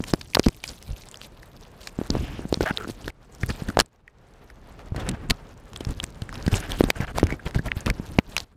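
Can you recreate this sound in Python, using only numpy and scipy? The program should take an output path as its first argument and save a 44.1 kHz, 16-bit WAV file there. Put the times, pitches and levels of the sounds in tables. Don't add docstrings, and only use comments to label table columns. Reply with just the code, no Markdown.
import sys
import numpy as np
from scipy import signal
from scipy.fft import rfft, irfft, next_fast_len
from scipy.io import wavfile
from scipy.ndimage import uniform_filter1d, map_coordinates

SR = 44100
rng = np.random.default_rng(int(sys.argv[2]) if len(sys.argv) > 2 else 0)


def materialize(psi):
    bounded = np.clip(np.atleast_2d(psi).T, -1, 1)
    quanta = np.round(bounded * 32767).astype(np.int16)
    wavfile.write(sys.argv[1], SR, quanta)


N = 377496

# start in seconds, peak envelope in dB, ring in Hz, length in ms, crack trim in dB.
TOOTH_CONTACTS = [(0.0389, -22, 2580, 3, -4), (0.1362, -13.5, 4960, 2.9, 8), (0.2113, -27.5, 4330, 5.4, -3),
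                  (0.3484, -5, 3830, 1, 1), (0.3509, -6.5, 4300, 2.9, 1), (0.368, -24, 1130, 5.2, -31),
                  (0.395, -10.5, 5700, 1.8, 5), (0.4602, -25, 4900, 6.8, -5), (0.4845, -16.5, 4660, 2.3, 9),
                  (0.6388, -19, 2500, 3.5, -2), (0.6775, -24, 5100, 2.1, -13),
                  (1.1427, -28.5, 3280, 2.6, -4), (1.4306, -35, 1710, 3.1, -7), (1.872, -23, 4400, 4.1, 9),
                  (2.104, -11, 4840, 0.84, -8.5), (2.5257, -22.5, 1030.0, 3.5, -1.5),
                  (2.542, -11, 4480, 1.45, -10.5), (2.6083, -21, 1590, 4.3, -17),
                  (2.629, -23, 5360, 1.2, -6), (2.708, -19, 1530, 2.3, -20),
                  (2.773, -11, 3730, 1.26, -14.5), (3.0802, -18, 1720, 0.96, -8),
                  (3.102, -33, 2030, 2.2, -10), (3.4326, -18, 1700, 3.5, -21.5),
                  (3.4982, -25, 1720, 4, -17), (3.685, -25, 1630, 6.4, -8.5),
                  (3.701, -25, 1440, 2.3, -12.5), (3.7708, -25, 980, 5.5, -13.5),
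                  (3.791, -7, 1580, 3.2, -11.5), (3.7999, -3, 3110, 3.45, 25.5),
                  (3.8079, -9.5, 5400, 1.75, 0), (3.8144, -25, 1500, 1.3, -1.5),
                  (4.078, -34, 1864, 3.3, -21), (4.5005, -38.5, 1560, 3.7, -14),
                  (4.792, -38, 1490, 2.6, -19), (4.961, -30, 1670, 6.8, -16.5), (4.995, -34, 3400, 19, -11),
                  (5.089, -18.5, 8400, 5.8, 1), (5.113, -33, 4320, 4.2, 7.5), (5.2987, -14, 4330, 6.6, 11),
                  (5.3065, -7, 3970, 4.1, 6), (5.312, -38.5, 1280, 26, -31), (5.733, -31.5, 3360, 2, 10),
                  (5.7605, -25, 3340, 4.1, -5), (5.8056, -30, 3330, 7, -2), (5.849, -25.5, 5100, 2.8, 1),
                  (6, -15.5, 3020, 2.5, -11.5), (6.0405, -16.5, 8300, 1.4, 1), (6.2199, -27, 3500, 2.1, -6),
                  (6.2912, -25, 1720, 1.7, -23), (6.327, -26.5, 1190, 1.05, -14),
                  (6.3547, -28.5, 3280, 3.2, -3), (6.464, -23.5, 4550, 3.9, 4),
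                  (6.4783, -23.5, 1660, 7.6, -13.5), (6.5412, -16.5, 2190, 1.7, -38),
                  (6.719, -16.5, 2740, 1.4, -2), (6.8082, -31, 1680, 1.4, 9),
                  (6.8398, -20.5, 1020, 1.7, 12.5), (6.9024, -7, 2300, 2.8, -3),
                  (7.005, -24.5, 2050, 3.3, -13), (7.179, -19, 1200, 2.2, 0), (7.1837, -16, 1000, 1.4, -12),
                  (7.195, -24.5, 1900, 7.2, -11), (7.237, -26, 4260.0, 3.9, 7),
                  (7.269, -22.5, 1860, 1.6, -10), (7.304, -20, 1800, 4, -14), (7.307, -32.5, 2240, 33, -26),
                  (7.3233, -24, 2300, 3.7, -13), (7.392, -33, 1530, 12, -40),
                  (7.463, -28.5, 2290, 6.2, -47), (7.5097, -31, 1720, 1.7, -5),
                  (7.5461, -24.5, 1920, 2.4, -12.5), (7.5832, -23, 1700, 15, -21.5),
                  (7.682, -23.5, 1890, 7, -34), (7.717, -9, 2070, 1.8, -23.5),
                  (7.861, -18.5, 2010, 2.3, -2), (7.867, -19.5, 2540, 2.2, -10),
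                  (7.877, -17.5, 1080, 2.2, -25.5), (7.9005, -12.5, 2180, 2.3, -5),
                  (8.188, -6, 2460, 1.5, -18), (8.3658, -8.5, 2220, 1.5, 1), (8.3692, -23, 4020, 2.5, -0.5),
                  (8.3788, -15.5, 4410, 3.8, -7), (8.4035, -17, 4340, 0.33, 7)]
# start in seconds, peak envelope in dB, ring in Hz.
GRASS_TICKS = [(.335, -26.5, 2370), (.389, -26, 6300), (.431, -27, 4760), (.439, -25, 2930),
               (.688, -32, 7500), (.826, -32.5, 7050), (.865, -44, 3700), (0.879, -39.5, 3980),
               (.922, -39, 5700), (1.021, -36.5, 4400), (1.036, -37.5, 2160), (1.087, -32, 6530),
               (1.114, -31.5, 7500), (1.157, -33, 4500), (1.172, -32, 6600), (1.215, -26.5, 3330),
               (1.235, -36, 3200), (3.044, -33, 3000), (3.4622, -31, 10050), (3.8603, -41.5, 7150),
               (5.774, -32, 8000), (5.908, -32.5, 7950), (5.94, -40, 4000), (6.104, -44, 8000),
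               (6.342, -31, 4960), (6.378, -36, 4500), (6.559, -22.5, 7300), (6.603, -28, 7000),
               (6.732, -30, 3200), (7.8066, -28, 7050)]
TICK_MS, TICK_CRACK_DB = 1.19, -8
# frequency in Hz, relative gain in dB.
CRACK_COLOUR = [(300, -8), (1000, 5.5), (2500, 3), (5000, 1.5), (14800, -14.5), (16400, -38.5)]
# start in seconds, swing peak in dB, nominal swing rate in Hz.
SQUEEZES = [(0.004, -14, 235), (0.1368, -3.5, 296), (0.3705, -3.5, 640), (0.3952, -2.5, 375),
            (0.4626, -12.5, 245), (0.4667, -2.5, 236), (0.892, -24.5, 90), (0.907, -20.5, 64),
            (0.929, -24, 59), (1.9888, -12.5, 243), (2.0145, -13.5, 337), (2.102, -10.5, 252),
            (2.1523, -10.5, 463), (2.167, -14.5, 233), (2.393, -19, 310), (2.4533, -17.5, 210),
            (2.5266, -5, 395), (2.5434, -20, 480.0), (2.5735, -18, 197), (2.5987, -29, 120),
            (2.6078, -6.5, 424), (2.6101, -17, 400), (2.6204, -23, 275), (2.63, -20, 300),
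            (2.6358, -16, 563), (2.7092, -13, 223), (2.853, -28, 300), (2.874, -22.5, 300),
            (2.8898, -22, 320), (2.8985, -19, 314), (3.0782, -19, 393), (3.4347, -11.5, 109),
            (3.621, -17.5, 171), (3.6908, -17, 205), (3.7716, 0, 746), (3.7895, -3, 636), (3.8, -37, 745),
            (3.807, -17, 267), (4.921, -17, 105), (4.9468, -23.5, 605), (5.306, -15, 222),
            (5.808, -19.5, 350.0), (5.869, -16, 104), (6.035, -22, 200), (6.221, -19.5, 108),
            (6.374, -24, 108), (6.465, -15, 111), (6.479, -6.5, 203), (6.53, -11.5, 117),
            (6.539, -13, 83.4), (6.808, 1.5, 366), (6.8388, -6.5, 277), (6.8868, -18, 400.0),
            (6.902, -16.5, 536), (7.0034, -12.5, 145), (7.025, -19.5, 112), (7.1843, -9, 715),
            (7.2305, -1.5, 342), (7.2395, -8, 94), (7.3251, -13.5, 292), (7.5602, -10, 140),
            (7.593, -13.5, 181), (7.678, -19.5, 176), (7.7674, -16, 87.5), (7.8681, -12, 186),
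            (7.882, -20, 290), (7.911, -20, 210.0), (7.998, -16.5, 196), (8.1863, -9, 730),
            (8.1873, -1.5, 235)]

# frequency in Hz, relative gain in dB.
RUMBLE_COLOUR = [(15, -25.5), (30, 4), (110, -2.5), (320, -12), (600, -28), (3000, -76)]
# centre in Hz, width in Hz, relative gain in dB.
WALL_MODES = [(674, 180, -6), (1610, 390, -4), (3050, 780, -13)]
# frequency in Hz, relative gain in dB.
RUSH_COLOUR = [(200, -30.5), (400, 0), (1000, -6.5), (1600, -11), (3500, -21.5), (16400, -47.5)]
# frequency in Hz, relative gain in dB.
FIZZ_COLOUR = [(1200, -19), (2500, -3.5), (4200, -1.5), (8000, -7.5), (14800, -14.5), (16400, -42.5)]
# time in seconds, rumble setting in dB, rub level in dB, fizz setting in dB.
RESTING_LEVELS = [(0, -41, -53.5, -55.5), (.5, -55, -58, -59.5), (1.0, -52, -54, -59.5),
                  (1.3, -52, -54, -63.5), (1.95, -51, -53, -63.5), (2.5, -42.5, -51, -56),
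                  (3.08, -50, -52, -57), (3.11, -60, -62, -80), (3.36, -51, -53.5, -61),
                  (3.76, -43, -47.5, -58), (3.832, -51, -64.5, -70.5), (3.9, -65.5, -68, -83.5),
                  (4.098, -61.5, -63, -84), (4.35, -54.5, -57, -72.5), (4.9, -47, -51.5, -68),
                  (5.7, -50.5, -53.5, -68), (7.3, -47.5, -52.5, -64.5), (8.17, -43, -48, -57.5),
                  (8.21, -59, -59.5, -65), (8.56, -59.5, -64, -77.5)]
# start in seconds, length in seconds, rumble setting in dB, rub level in dB, fizz setting in dB.
JAW_STROKES = [(0.066, 0.057, -60, -46.5, -44.5), (0.135, 0.013, -14, -31, -46.5),
               (0.35, 0.012, -26, -58.5, -45.5), (0.394, 0.01, -31, -35.5, -41.5),
               (0.437, 0.034, -48, -59, -42.5), (0.475, 0.018, -21, -38, -71),
               (0.649, 0.081, -48, -51, -47), (0.73, 0.059, -67, -60, -49), (0.83, 0.092, -47, -73, -55.5),
               (0.972, 0.057, -53, -52, -48.5), (1.223, 0.047, -63, -60, -52),
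               (1.81, 0.089, -49, -52, -50.5), (1.994, 0.078, -45, -47.5, -54),
               (2.099, 0.16, -30, -41.5, -51.5), (2.261, 0.19, -38.5, -45, -71),
               (2.607, 0.036, -26.5, -36.5, -41), (2.66, 0.057, -53, -24.5, -49.5),
               (2.765, 0.084, -43, -41, -50), (2.875, 0.038, -57, -49, -45),
               (3.045, 0.06, -36.5, -44.5, -52), (3.408, 0.27, -41.5, -51, -53),
               (3.49, 0.0264, -27.5, -33, -47.5), (3.68, 0.03, -25.5, -42, -61),
               (3.785, 0.035, -27, -36, -50), (4.962, 0.194, -27, -37, -65), (5.156, 0.14, -39, -46, -80),
               (5.296, 0.026, -25, -40, -48), (5.737, 0.67, -45, -52.5, -61.5),
               (5.886, 0.042, -28, -44, -52.5), (5.961, 0.033, -40.5, -48, -51),
               (6.031, 0.0125, -32, -34.5, -35), (6.308, 0.37, -41, -45.5, -57),
               (6.518, 0.058, -26.5, -34.5, -41), (6.576, 0.039, -35, -37, -40),
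               (6.606, 0.08, -41.5, -41, -57), (6.683, 0.11, -34, -39.5, -46),
               (6.79, 0.03, -29.5, -36.5, -38), (6.831, 0.084, -32, -40, -49.5),
               (6.956, 0.041, -38.5, -38, -52), (7.003, 0.049, -32, -31.5, -48),
               (7.077, 0.045, -36.5, -39, -56.5), (7.147, 0.075, -30.5, -36.5, -46.5),
               (7.236, 0.11, -32, -41.5, -61.5), (7.455, 0.023, -30.5, -39, -50),
               (7.549, 0.03, -27, -37.5, -47.5), (7.657, 0.025, -26.5, -39.5, -48.5),
               (7.578, 0.166, -39.5, -52, -79.5), (7.757, 0.059, -48, -43.5, -49),
               (7.858, 0.057, -25, -34, -51.5), (7.924, .27, -41.5, -66.5, -79),
               (8.188, 0.0092, -30, -29, -66.5), (8.284, 0.16, -44, -49, -52.5)]
RISE_BASE_S, RISE_SHARE = 0.0063, 0.16
FALL_SHARE, SAG_DB = 0.083, 3.5

# start in seconds, length in seconds, rms in dB before edge fades, low ring from Hz, to Hz, high ring in Hz.
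TOOTH_DRAGS = [(2.653, .056, -29.5, 576, 908, 1565), (2.779, .076, -37, 456, 389.4, 1375)]
SLIPS_PER_S, RING_BASE_S, LOW_RING_DB = 400, 0.0061, -2

# start in seconds, length in seconds, flow peak in dB before flutter.
BREATHS = [(2.11, 0.3, -49.5), (6.589, 0.092, -47)]
# centre in Hz, width of one pass in Hz, relative gain in dB.
THROAT_MODES = [(2700, 1430, 3), (4870, 900, -7)]

TOP_HZ = 16500


def amp(db):
    return 10 ** (np.asarray(db) / 20)


def unit(x):
    return x / np.sqrt(np.mean(x ** 2) + 1e-20)


def along(points, hz):
    point_hz, value = np.transpose(points)
    return np.interp(np.log(hz + 1), np.log(point_hz + 1), value)


def wobble(knots_per_s):
    knots = rng.standard_normal(int(N * knots_per_s / SR) + 4)
    return map_coordinates(knots, [np.arange(N) * knots_per_s / SR])


def filtered(x, response):
    m = next_fast_len(x.shape[-1] + 8192)
    return irfft(rfft(x, m) * response(np.fft.rfftfreq(m, 1 / SR)), m)[..., :x.shape[-1]]


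def coloured_noise(colour):
    return filtered(rng.standard_normal(N), lambda f: amp(along(colour, f)))


def mode(f, hz, width_hz):
    return 1j * f * width_hz / (hz * hz - f * f + 1j * f * width_hz)


def grit(slips_per_s, spread_db, noise_db, fall_20db_ms):
    sizes = amp(spread_db * np.minimum(rng.exponential(size=N), 3))
    slips = (rng.random(N) < slips_per_s / SR) * sizes
    tail = amp(-20 * np.arange(300) / (SR * fall_20db_ms / 1000))
    bursts = unit(signal.fftconvolve(slips, tail)[:N])
    return unit((bursts + amp(noise_db)) * rng.standard_normal(N))


def patchy(x, depth_db):
    z = signal.stft(x, nperseg=128)[2]
    field = uniform_filter1d(rng.standard_normal(z.shape), size=10, axis=0)
    field = uniform_filter1d(field, size=9, axis=1)
    return signal.istft(z * amp(depth_db * unit(field)), nperseg=128)[1][:N]


def clicks():
    out, t = np.zeros(N + SR), np.arange(2048) / SR
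    ticks = [(s, db, hz, TICK_MS, TICK_CRACK_DB) for s, db, hz in GRASS_TICKS]
    contacts = list(TOOTH_CONTACTS) + ticks
    noise = rng.standard_normal((len(contacts), len(t)))
    for (s, db, hz, ms, crack_db), n in zip(contacts, noise):
        u = 3.6 * t / (ms / 1000)
        burst = n * u * np.exp(-u)
        width_hz = 0.5 * hz / (1 + (ms / 13) ** 2)

        def ring_and_crack(f):
            return mode(f, hz, width_hz) ** 2 + amp(along(CRACK_COLOUR, f) + crack_db - 3.5)

        sound = filtered(burst, ring_and_crack)
        peak = np.sqrt(np.abs(uniform_filter1d(2 * sound ** 2, size=30)).max())
        out[round(s * SR):][:len(t)] += amp(db) * sound / peak
    return out[:N]


def thuds():
    out, t = np.zeros(N + SR), np.arange(4096) / SR
    settle = -0.12 * np.sin(2 * np.pi * 55 * t) * np.exp(-t / 0.0071)
    for s, db, hz in SQUEEZES:
        cycles = t * hz
        onset = 1 - np.exp(-cycles / 0.01)
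        swing = np.sin(2 * np.pi * cycles ** 0.89) * np.exp(-1.6 * cycles) * onset
        out[round(s * SR):][:len(t)] += amp(db) * (swing / swing.max() + settle)
    return out[:N]


def mouth():
    rumble_db, rub_db, fizz_db = movements()
    grip = wobble(40)

    lumps = coloured_noise(RUMBLE_COLOUR)
    rumble = amp(rumble_db + 3) * unit(lumps * amp(2 * wobble(30)))

    scrape = filtered(grit(300, spread_db=4, noise_db=2, fall_20db_ms=2.5), wall)
    scrape = unit(scrape * amp(2.5 * grip))
    rush = unit(coloured_noise(RUSH_COLOUR) * amp(2.8 * grip))
    bite = np.clip((rub_db - rumble_db + 12) / 16, 0, 1) * np.clip((rub_db + 52.5) / 10, 0, 1)
    rub = amp(rub_db) * (np.sqrt(bite) * scrape + np.sqrt(1 - bite) * rush)

    swept = np.clip((fizz_db + 62) / 12, 0, 0.7)
    sparse = grit(110, spread_db=5, noise_db=-1, fall_20db_ms=0.99)
    dense = grit(300, spread_db=3.5, noise_db=1, fall_20db_ms=1.1)
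    grains = np.sqrt(1 - swept) * sparse + np.sqrt(swept) * dense
    spit = filtered(grains, lambda f: amp(along(FIZZ_COLOUR, f)))
    spit = patchy(spit, depth_db=4.5)
    fizz = amp(fizz_db + 3) * unit(spit * amp(1.5 * grip + wobble(70)))
    return rumble + rub + fizz


def wall(f):
    modes = sum((-1) ** k * amp(db) * mode(f, hz, w) for k, (hz, w, db) in enumerate(WALL_MODES))
    return modes / (1 + (f / 3400) ** 6)


def movements():
    t = np.arange(N) / SR
    s, *rest_db = np.transpose(RESTING_LEVELS)
    power = np.array([amp(2 * np.interp(t, s, db)) for db in rest_db])
    for start, lasts, *levels_db in JAW_STROKES:
        near = slice(max(int((start - lasts) * SR), 0), int((start + 2 * lasts) * SR))
        u = (t[near] - start) / lasts
        rise = 0.5 + u / (RISE_BASE_S / lasts + RISE_SHARE)
        fall = 0.5 + (1 - u) / FALL_SHARE
        shape = np.clip(np.minimum(rise, fall), 0, 1) ** 2 * amp(-2 * SAG_DB * u)
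        power[:, near] += amp(2 * np.array(levels_db))[:, None] * shape
    return 10 * np.log10(power)


def rasps():
    out = np.zeros(N)
    for s, lasts, db, from_hz, to_hz, high_hz in TOOTH_DRAGS:
        n = int(lasts * SR)
        chance, size, turn = rng.random((3, SR // 4))[:, :n]
        slips = (chance < SLIPS_PER_S / SR) * size * np.exp(2j * np.pi * turn)

        def ring(share):
            decay = np.exp(-np.arange(n) / (SR * RING_BASE_S * share))
            return signal.fftconvolve(slips, decay)[:n]

        unit_size = np.abs(ring(0.7)).mean() + 1e-9
        glide = np.exp(2j * np.pi * np.cumsum(np.linspace(from_hz, to_hz, n)) / SR)
        low = (1 + ring(0.94) / unit_size) * glide
        high = ring(0.35) * np.exp(2j * np.pi * high_hz * np.arange(n) / SR)
        both = unit(amp(LOW_RING_DB) * unit(low.real) + unit(high.real))
        out[round(s * SR):][:n] += amp(db) * signal.windows.tukey(n, 0.1) * both
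    return out


def puffs():
    t = np.arange(N) / SR

    def throat(f):
        return sum(amp(db) * mode(f, hz, w) ** 2 for hz, w, db in THROAT_MODES)

    hiss = unit(filtered(rng.standard_normal(N), throat))
    flow = np.zeros(N)
    for s, lasts, db in BREATHS:
        swell = np.sin(np.pi * np.clip((t - s) / lasts, 0, 1)).clip(0)
        flow += amp(db) * np.sqrt(swell)
    return flow * hiss * amp(2.4 * wobble(23.14))


def scene():
    return (clicks() + thuds() + mouth() + rasps() + puffs())[None]


def record(dry):
    held = dry / (1 + np.abs(dry) ** 8) ** (1 / 8)
    return filtered(held, lambda hz: hz < TOP_HZ)


dry = scene()
out = record(dry)
materialize(out)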